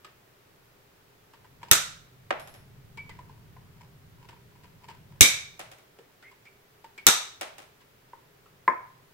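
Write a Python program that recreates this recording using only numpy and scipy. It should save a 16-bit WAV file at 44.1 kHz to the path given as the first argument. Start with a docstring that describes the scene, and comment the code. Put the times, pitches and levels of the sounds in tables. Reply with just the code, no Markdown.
"""A bare, hard room, the stereo microphone close to side cutters at a wall box. Over quiet air and a faint
rumble that comes and goes, the jaws tick on a copper core. At 1.7 s it snaps, overloading the microphone;
the offcut lands across the room and bounces in ever shorter hops. The tool ticks, rubs and squeaks on the
insulation between this cut and two more, at 5.2 and 7.1 s, each with its own overload and falling offcut.
At last, at 8.7 s, the jaws bite into a fourth core with a dull knock."""
import sys
import numpy as np
from scipy import signal
from scipy.fft import rfft, irfft, next_fast_len
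from scipy.io import wavfile
from scipy.ndimage import uniform_filter1d

SR = 44100
rng = np.random.default_rng(int(sys.argv[2]) if len(sys.argv) > 2 else 0)


def dump(signal):
    """Clip the signal to [-1, 1] and save it as 16-bit WAV at the path in sys.argv[1]."""
    limited = np.clip(np.atleast_2d(signal).T, -1, 1)
    pcm = np.round(limited * 32767).astype(np.int16)
    wavfile.write(sys.argv[1], SR, pcm)


N = 402633
TAIL = 32768  # samples for one event to die away
AGE = np.arange(TAIL) / SR  # seconds since the event began

# The room's still air. Each row: frequency in Hz, gain in dB.
AIR_COLOUR = [(30, -15.5), (80, -19), (120, -21), (280, -13.5), (350, -14.5), (400, -5), (460, -12.5),
              (690, -15), (1100, -16.5), (1800, -18), (4000, -24.5), (9000, -31.5), (13000, -28.5),
              (15500, -26)]
# The low rumble. Each row: frequency in Hz, gain in dB.
RUMBLE_COLOUR = [(20, -10.5), (45, -12.5), (80, -6), (110, -1), (140, -1), (175, -6.5), (230, -16.5),
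                 (400, -25.5), (1000, -56.5)]
# Its swells. Each row: time in seconds, relative level in dB.
RUMBLE_SWELLS = [(0.0, -71), (1.24, -70), (1.8, -57), (2.15, -63.5), (2.99, -54), (4.82, -61.5),
                 (5.25, -53.5), (5.83, -73.5), (9.1, -68.5)]
# Reverberation of the bare room. Each row: band centre in Hz, t60 in seconds, gain in dB.
ROOM_BANDS = [(99, 0.075, 2.5), (323, 0.22, 11.5), (567, 0.49, -0.5), (1256.4, 0.52, -1.5), (2560, .48, -3),
              (3866, 0.51, -4), (6930, .42, -7.5), (10000, 0.35, -8), (15000, 0.25, -12.5)]
# Echoes off the floor and side wall. Each row: delay in seconds, relative strength.
ECHOES = [(.0085, 1.3), (0.0192, 1.4)]
# The tool ringing in the hand. Each row: multiple of the body pitch, t60 in seconds, gain in dB.
TOOL_MODES = [(.25, .03, -23), (.41, .04, -21), (.58, 0.016, -19.5), (.85, .03, -9), (1, 0.041, 5),
              (1.18, 0.024, -12), (1.58, 0.022, -13), (1.95, .04, -16), (2.1, 0.02, -14.5)]
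# Steel scraping insulation. Each row: frequency in Hz, gain in dB.
SCRAPE_COLOUR = [(100, -23), (400, -12), (1000, -5.5), (1600, -0.5), (2300, -0.5), (3000, -1), (3900, -8.5),
                 (5000, -6), (6000, -15), (8000, -10.5), (10000, -22), (15000, -21)]
# The core's dull knock against the jaws. Each row: frequency in Hz, gain in dB.
THUD_COLOUR = [(100, -19.5), (250, -7.5), (450, -2.5), (700, 2), (1400, -1), (2200, -0.5), (3000, -22),
               (6000, -35)]
# Slow squeezes of the handles. Each row: start and end in seconds, peak level in dB.
SQUEEZES = [(1.592, 1.75, -54), (2.955, 3.556, -65), (3.758, 3.886, -57), (4.14, 4.448, -62.5),
            (4.495, 4.78, -65), (4.794, 4.996, -55), (5.087, 5.181, -62.5)]
# Steel catching, then slipping on insulation. Each row: start in seconds, level in dB, length in seconds,
# first and last pitch in Hz, roughness as a share of the pitch, catch level in dB, its body pitch in Hz.
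SQUEAKS = [(2.973, -36, 0.044, 2228, 2320, 0.019, -23, 980),
           (3.093, -47, 0.0334, 2180, 1900, 0.046, -23, 1010),
           (6.225, -50, 0.083, 1947, 2265, .07, -30, 1410), (6.453, -50, .038, 2220, 2390, .06, -32, 2260),
           (6.978, -40, .026, 2340, 2140, .03, -21, 2370)]
# Jaws biting a core. Each row: start in seconds, level in dB, body pitch in Hz, relative scrape in dB.
BITES = [(0.046, -21.5, 1264, -0.5), (1.335, -28, 984, -3), (1.445, -27.5, 964, -9),
         (1.63, -14.5, 954, -7.5), (3.189, -16.5, 977, -17), (3.294, -24.5, 961, -14),
         (3.564, -25.5, 945, -18.5), (4.288, -24, 958, 0), (4.326, -26.5, 954, -15.5),
         (4.635, -38, 1014, 6), (4.8852, -18.5, 932, -5), (4.899, -27, 945, 0.5), (5.987, -23.5, 453, -8.5),
         (6.313, -31, 981, -2.5), (6.843, -18.5, 920, -10.5), (7.806, -38.5, 990, 4.5),
         (8.132, -16, 950, -26.5), (8.457, -30.5, 1226, -8.5), (8.6785, 13, 1046, -37)]
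# An offcut's impact. Each row: frequency in Hz, gain in dB.
LANDING_COLOUR = [(60, -29), (200, -17), (350, -4), (620, 10), (1000, 4.5), (1700, 3.5), (2600, 4),
                  (4500, -2), (8000, -1), (15000, -5)]
# A bare offcut's ring; the top two modes beat. Each row: frequency in Hz, t60 in seconds, gain in dB.
COPPER_MODES = [(5330, .3, -4), (10080, .36, -3), (11560, .33, 2), (11650, .25, -1)]
# One offcut per cut. Each row: landing time in seconds, level in dB, treble cutoff in Hz, relative room
# sound in dB, first hop in seconds, ratio of each hop to the last, first bounce in dB,
# loss per further bounce in dB, copper ring of the first bounce in dB.
OFFCUTS = [(2.3061, 4, 2050, -7, 0.09, 0.86, -22.5, 2, -29.5),
           (5.5932, -14, 13010, 2, .122, 0.57, -23.5, 10, -54),
           (7.411, -7.5, 11600, 1.5, .171, 0.22, -20.5, 9, -51)]
# The copper's fracture. Each row: frequency in Hz, gain in dB.
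CRACK_COLOUR = [(40, 1.5), (150, -3.5), (300, -8.5), (550, -0.5), (850, -4.5), (1600, 0.5), (2200, 0),
                (3050, -1), (4600, -2.5), (7500, 3), (9500, -3.5), (14000, -3.5), (16000, -16)]
# The steel jaws' resonances. Each row: centre and width in Hz, boost in dB at a ring strength of one.
JAW_MODES = [(2326, 290, 4), (3746, 450, 12.5), (5985, 220, 0), (5740, 380, 5), (6198, 340, 7),
             (8040, 230, 6), (10300, 130, 3), (13100, 600, 1)]
# Cores parting. Each row: start in seconds, crack level in dB, burst length in seconds, relative room
# sound in dB, jaw pitch factor, jaw ring strength, treble tilt in dB per octave, thump in dB, left minus
# right in dB, the snap's lower resonance in Hz and boost in dB, its upper resonance in Hz and boost in dB.
# On the second snap the lower resonance is a low room boom.
SNAPS = [(1.7132, 20, .0036, -2.5, 1.0, 0.58, 2.73, -8.5, -2, 1345, 10, 1900, 1),
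         (5.2085, 27, 0.0024, -4.5, 1.0, 0.99, 3.5, 3, -1, 125, 11.5, 2290, 12),
         (7.0669, 20.5, 0.0028, -0.5, 1.0, 0.88, 2.5, -16, -0.5, 848, 6.5, 1298, 7.5)]


def undb(db):
    """Decibels to gain."""
    return 10 ** (np.asarray(db) / 20)


def unit(x):
    """Scale to an energy of one per channel."""
    return x / np.sqrt(np.sum(x ** 2, axis=-1, keepdims=True))


def decay(t60):
    """Envelope that falls 60 dB in t60 seconds."""
    return np.exp(-np.log(1000) * AGE / t60)


def add(out, start_s, x):
    """Mix a sound in from its start time."""
    i = max(int(start_s * SR), 0)
    out[:, i:i + x.shape[-1]] += x[..., :N - i]


def freqs(size=TAIL):
    """Frequencies in Hz of a spectrum of this many samples."""
    return np.maximum(np.fft.rfftfreq(size, 1 / SR), 1)


def curve(points, size=TAIL):
    """Spread (Hz, value) points over a spectrum, on a log axis."""
    hz, value = np.transpose(points)
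    return np.interp(np.log(freqs(size)), np.log(hz), value)


def humps(modes):
    """Gain in dB per frequency of (Hz, width, dB) resonances."""
    return sum(db / (1 + (2 * (freqs() - hz) / width) ** 2) for hz, width, db in modes)


def through(x, response):
    """Convolve, keeping one tail's length."""
    return signal.fftconvolve(np.atleast_2d(x), np.atleast_2d(response), axes=-1)[:, :TAIL]


def colour(x, shape_db):
    """Causal filter of this spectral shape; white noise keeps its power."""
    cepstrum = irfft(np.log(undb(shape_db)))
    cepstrum[1:TAIL // 2] *= 2  # fold to minimum phase
    cepstrum[TAIL // 2 + 1:] = 0
    response = irfft(np.exp(rfft(cepstrum)))
    return through(x, unit(response))


def ring(modes, pitch=1):
    """Decaying sines; neighbours start in opposite directions, so the ring swells in."""
    return unit(sum((-1) ** k * undb(db) * decay(t60) * np.sin(2 * np.pi * pitch * frequency * AGE)
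                    for k, (frequency, t60, db) in enumerate(modes)))


def burst(length_s, order=2):
    """Tiny fractures or slips, different at each microphone port; a higher order stops more abruptly."""
    return unit(rng.standard_normal((2, TAIL)) * np.exp(-(AGE / length_s) ** order))


def diffuse(size, apart_hz=650):
    """Spectrum of noise from all sides: the microphone's ports share the bass, but not the treble."""
    mid, side = rfft(rng.standard_normal((2, size)))
    width = np.clip(freqs(size) / apart_hz, .3, 1)
    return (mid + np.array([[1], [-1]]) * width * side) / np.sqrt(1 + width ** 2)


def ambience(spectrum, db):
    """Noise all around the microphone, of a given colour and level."""
    size = 2 * next_fast_len(N // 2 + 1)
    noise = irfft(diffuse(size) * undb(curve(spectrum, size)))[:, :N]
    return undb(db) * noise / noise.std()


def room_tone(air_db=-60, hum_hz=124, hum_db=-78, rumble_lift_db=3.5):
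    """The place itself: quiet air, a faint steady hum and a low rumble that swells and fades."""
    t = np.arange(N) / SR
    swell_db = np.interp(t, *np.transpose(RUMBLE_SWELLS))
    rumble = ambience(RUMBLE_COLOUR, swell_db + rumble_lift_db)
    hum = undb(hum_db) * np.sqrt(2) * np.sin(2 * np.pi * hum_hz * t)
    return ambience(AIR_COLOUR, air_db) + hum + rumble


def room(early_boost=0.79, early_s=0.09, onset_s=0.0048, echo_width_s=.0016):
    """The walls as the microphone hears them: two strong echoes, then a dense tail, longest in the mids."""
    noise, log_centres = diffuse(TAIL), np.log([row[0] for row in ROOM_BANDS])
    tail = 0
    for share, (_, t60, db) in zip(np.eye(len(ROOM_BANDS)), ROOM_BANDS):
        band = irfft(noise * np.interp(np.log(freqs()), log_centres, share))
        tail = tail + band * undb(db) * decay(t60)
    echoes = sum(strength * np.exp(-((AGE - delay_s) / echo_width_s - 1) ** 2)
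                 for delay_s, strength in ECHOES)
    envelope = np.minimum(AGE / onset_s, 1) * (1 + early_boost * np.exp(-AGE / early_s))
    return unit(tail * (envelope + echoes))


def tool(body_hz, band_hz=(420, 2400)):
    """The hand-held tool rings: too small to radiate bass, its treble cushioned by the insulation."""
    bandpass = signal.butter(2, band_hz, "band", fs=SR, output="sos")
    return signal.sosfilt(bandpass, ring(TOOL_MODES, body_hz))


def rubbing(slips_per_s=170, body_hz=965, scrape_db=-4, scrape_s=.005, tightening_share=.35):
    """As the grip tightens and eases, tiny uneven slips keep the tool humming and scratch the insulation."""
    t = np.arange(N) / SR
    grip = sum(np.interp(t, [start, start + tightening_share * (end - start), end], [0, undb(db), 0])
               for start, end, db in SQUEEZES)
    slips = (rng.random(N) < slips_per_s / SR) * rng.standard_normal(N)
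    one_slip = tool(body_hz) + undb(scrape_db) * colour(burst(scrape_s), curve(SCRAPE_COLOUR))
    return signal.fftconvolve([grip * slips / slips.std()], one_slip, axes=-1)[:, :N]


def bite(db, body_hz, walls, scrape_db=0, room_db=-12, thud_db=-18, scrape_room_db=-3, slip_db=-5):
    """The jaws give way in a small jerk that knocks the tool, thuds and scrapes the insulation."""
    contact_s = 0.0031 * 2 ** (-db / 14)  # 14 dB louder is half as long
    jerk = undb(slip_db) * burst(contact_s)[0] * contact_s / 0.001  # long contacts are mostly slip
    jerk[0] += 1
    knock = unit(through(jerk, tool(body_hz)))
    knock = knock + undb(room_db) * through(knock, walls)
    thud = colour(burst(contact_s) + walls, curve(THUD_COLOUR))
    scrape = colour(burst(contact_s) + undb(scrape_room_db) * walls, curve(SCRAPE_COLOUR))
    return undb(db) * (knock + undb(thud_db) * thud + undb(scrape_db) * scrape)


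def squeaks(room_db=-7, overtone_db=-34):
    """The edge catches, then slides in a short stick-slip chirp with an unsteady rate."""
    out, walls = np.zeros((2, N)), room()
    for start_s, db, length_s, first_hz, last_hz, roughness, catch_db, body_hz in SQUEAKS:
        progress = np.minimum(AGE / length_s, 1)
        glide_hz = first_hz + (last_hz - first_hz) * progress
        wobble = uniform_filter1d(rng.standard_normal(TAIL), size=40)
        phase = 2 * np.pi * np.cumsum(glide_hz * (1 + roughness * wobble / wobble.std())) / SR
        tone = np.sin(phase) + undb(overtone_db) * np.sin(2 * phase)
        chirp = undb(db) * np.sin(np.pi * progress) * tone
        catch = bite(catch_db, body_hz, walls)
        add(out, start_s, catch + chirp + undb(room_db) * through(chirp, walls))
    return out


def bites():
    """Close by, the jaws tick as they settle on a core; the last bite is a loud knock."""
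    out, walls = np.zeros((2, N)), room()
    for start_s, db, body_hz, scrape_db in BITES:
        add(out, start_s, bite(db, body_hz, walls, scrape_db))
    return out


def landing(db, cutoff_hz, room_db, walls, contact_s=0.0058):
    """An offcut hits something across the room, with a dull knock or a bright tap."""
    shape_db = curve(LANDING_COLOUR) - 10 * np.log10(1 + (freqs() / cutoff_hz) ** 4)
    return undb(db) * colour(burst(contact_s) + undb(room_db) * walls, shape_db)


def offcuts(bounces=3, bounce_cutoff_hz=13700, bounce_room_db=1.5):
    """Off microphone, each offcut lands, then tinkles through light, bright, ever shorter, weaker hops."""
    out, walls = np.zeros((2, N)), room()
    copper = ring(COPPER_MODES)
    tinkle = copper + through(copper, walls)
    for at_s, db, cutoff_hz, room_db, hop_s, hop_ratio, bounce_db, loss_db, copper_db in OFFCUTS:
        add(out, at_s, landing(db, cutoff_hz, room_db, walls))
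        for k in range(bounces):
            at_s += hop_s * hop_ratio ** k
            tap = landing(bounce_db, bounce_cutoff_hz, bounce_room_db, walls)
            add(out, at_s, undb(-k * loss_db) * (tap + undb(copper_db) * tinkle))
    return out


def snaps(resonance_width_hz=320, thump_hz=88, thump_t60=0.049, tilt_above_hz=500):
    """Close to the microphone the copper breaks and the jaws slam shut; each snap has its own ring."""
    out = np.zeros((2, N))
    rocking = np.array([[-.5], [1]])  # the jolt rocks the two ports in opposite directions
    thump = rocking * np.sin(2 * np.pi * thump_hz * AGE) * decay(thump_t60)
    for (start_s, db, length_s, room_db, jaw_pitch, jaw_ring, tilt_db, thump_db, pan_db,
         low_hz, low_db, high_hz, high_db) in SNAPS:
        jaws_db = jaw_ring * humps([(jaw_pitch * hz, width, boost) for hz, width, boost in JAW_MODES])
        ring_db = humps([(low_hz, resonance_width_hz, low_db), (high_hz, resonance_width_hz, high_db)])
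        treble_db = tilt_db * np.log2(np.maximum(freqs(), tilt_above_hz))
        fracture = burst(length_s, order=4) + undb(room_db) * room()
        crack = colour(fracture, curve(CRACK_COLOUR) + jaws_db + ring_db + treble_db)
        gains = undb(db + np.array([[pan_db], [-pan_db]]) / 2)
        add(out, start_s, gains * crack + undb(thump_db) * thump)
    return out


def scene():
    """What reaches the microphone: the cutters close, the offcuts farther off, the room all around."""
    return snaps() + offcuts() + bites() + rubbing() + squeaks() + room_tone()


def record(dry, top_hz=15700):
    """The microphone clips at full scale and cuts the highest treble."""
    lowpass = signal.ellip(8, .2, 70, top_hz, fs=SR, output="sos")
    return signal.sosfilt(lowpass, np.clip(dry, -1, 1))


dry = scene()
out = record(dry)
dump(out)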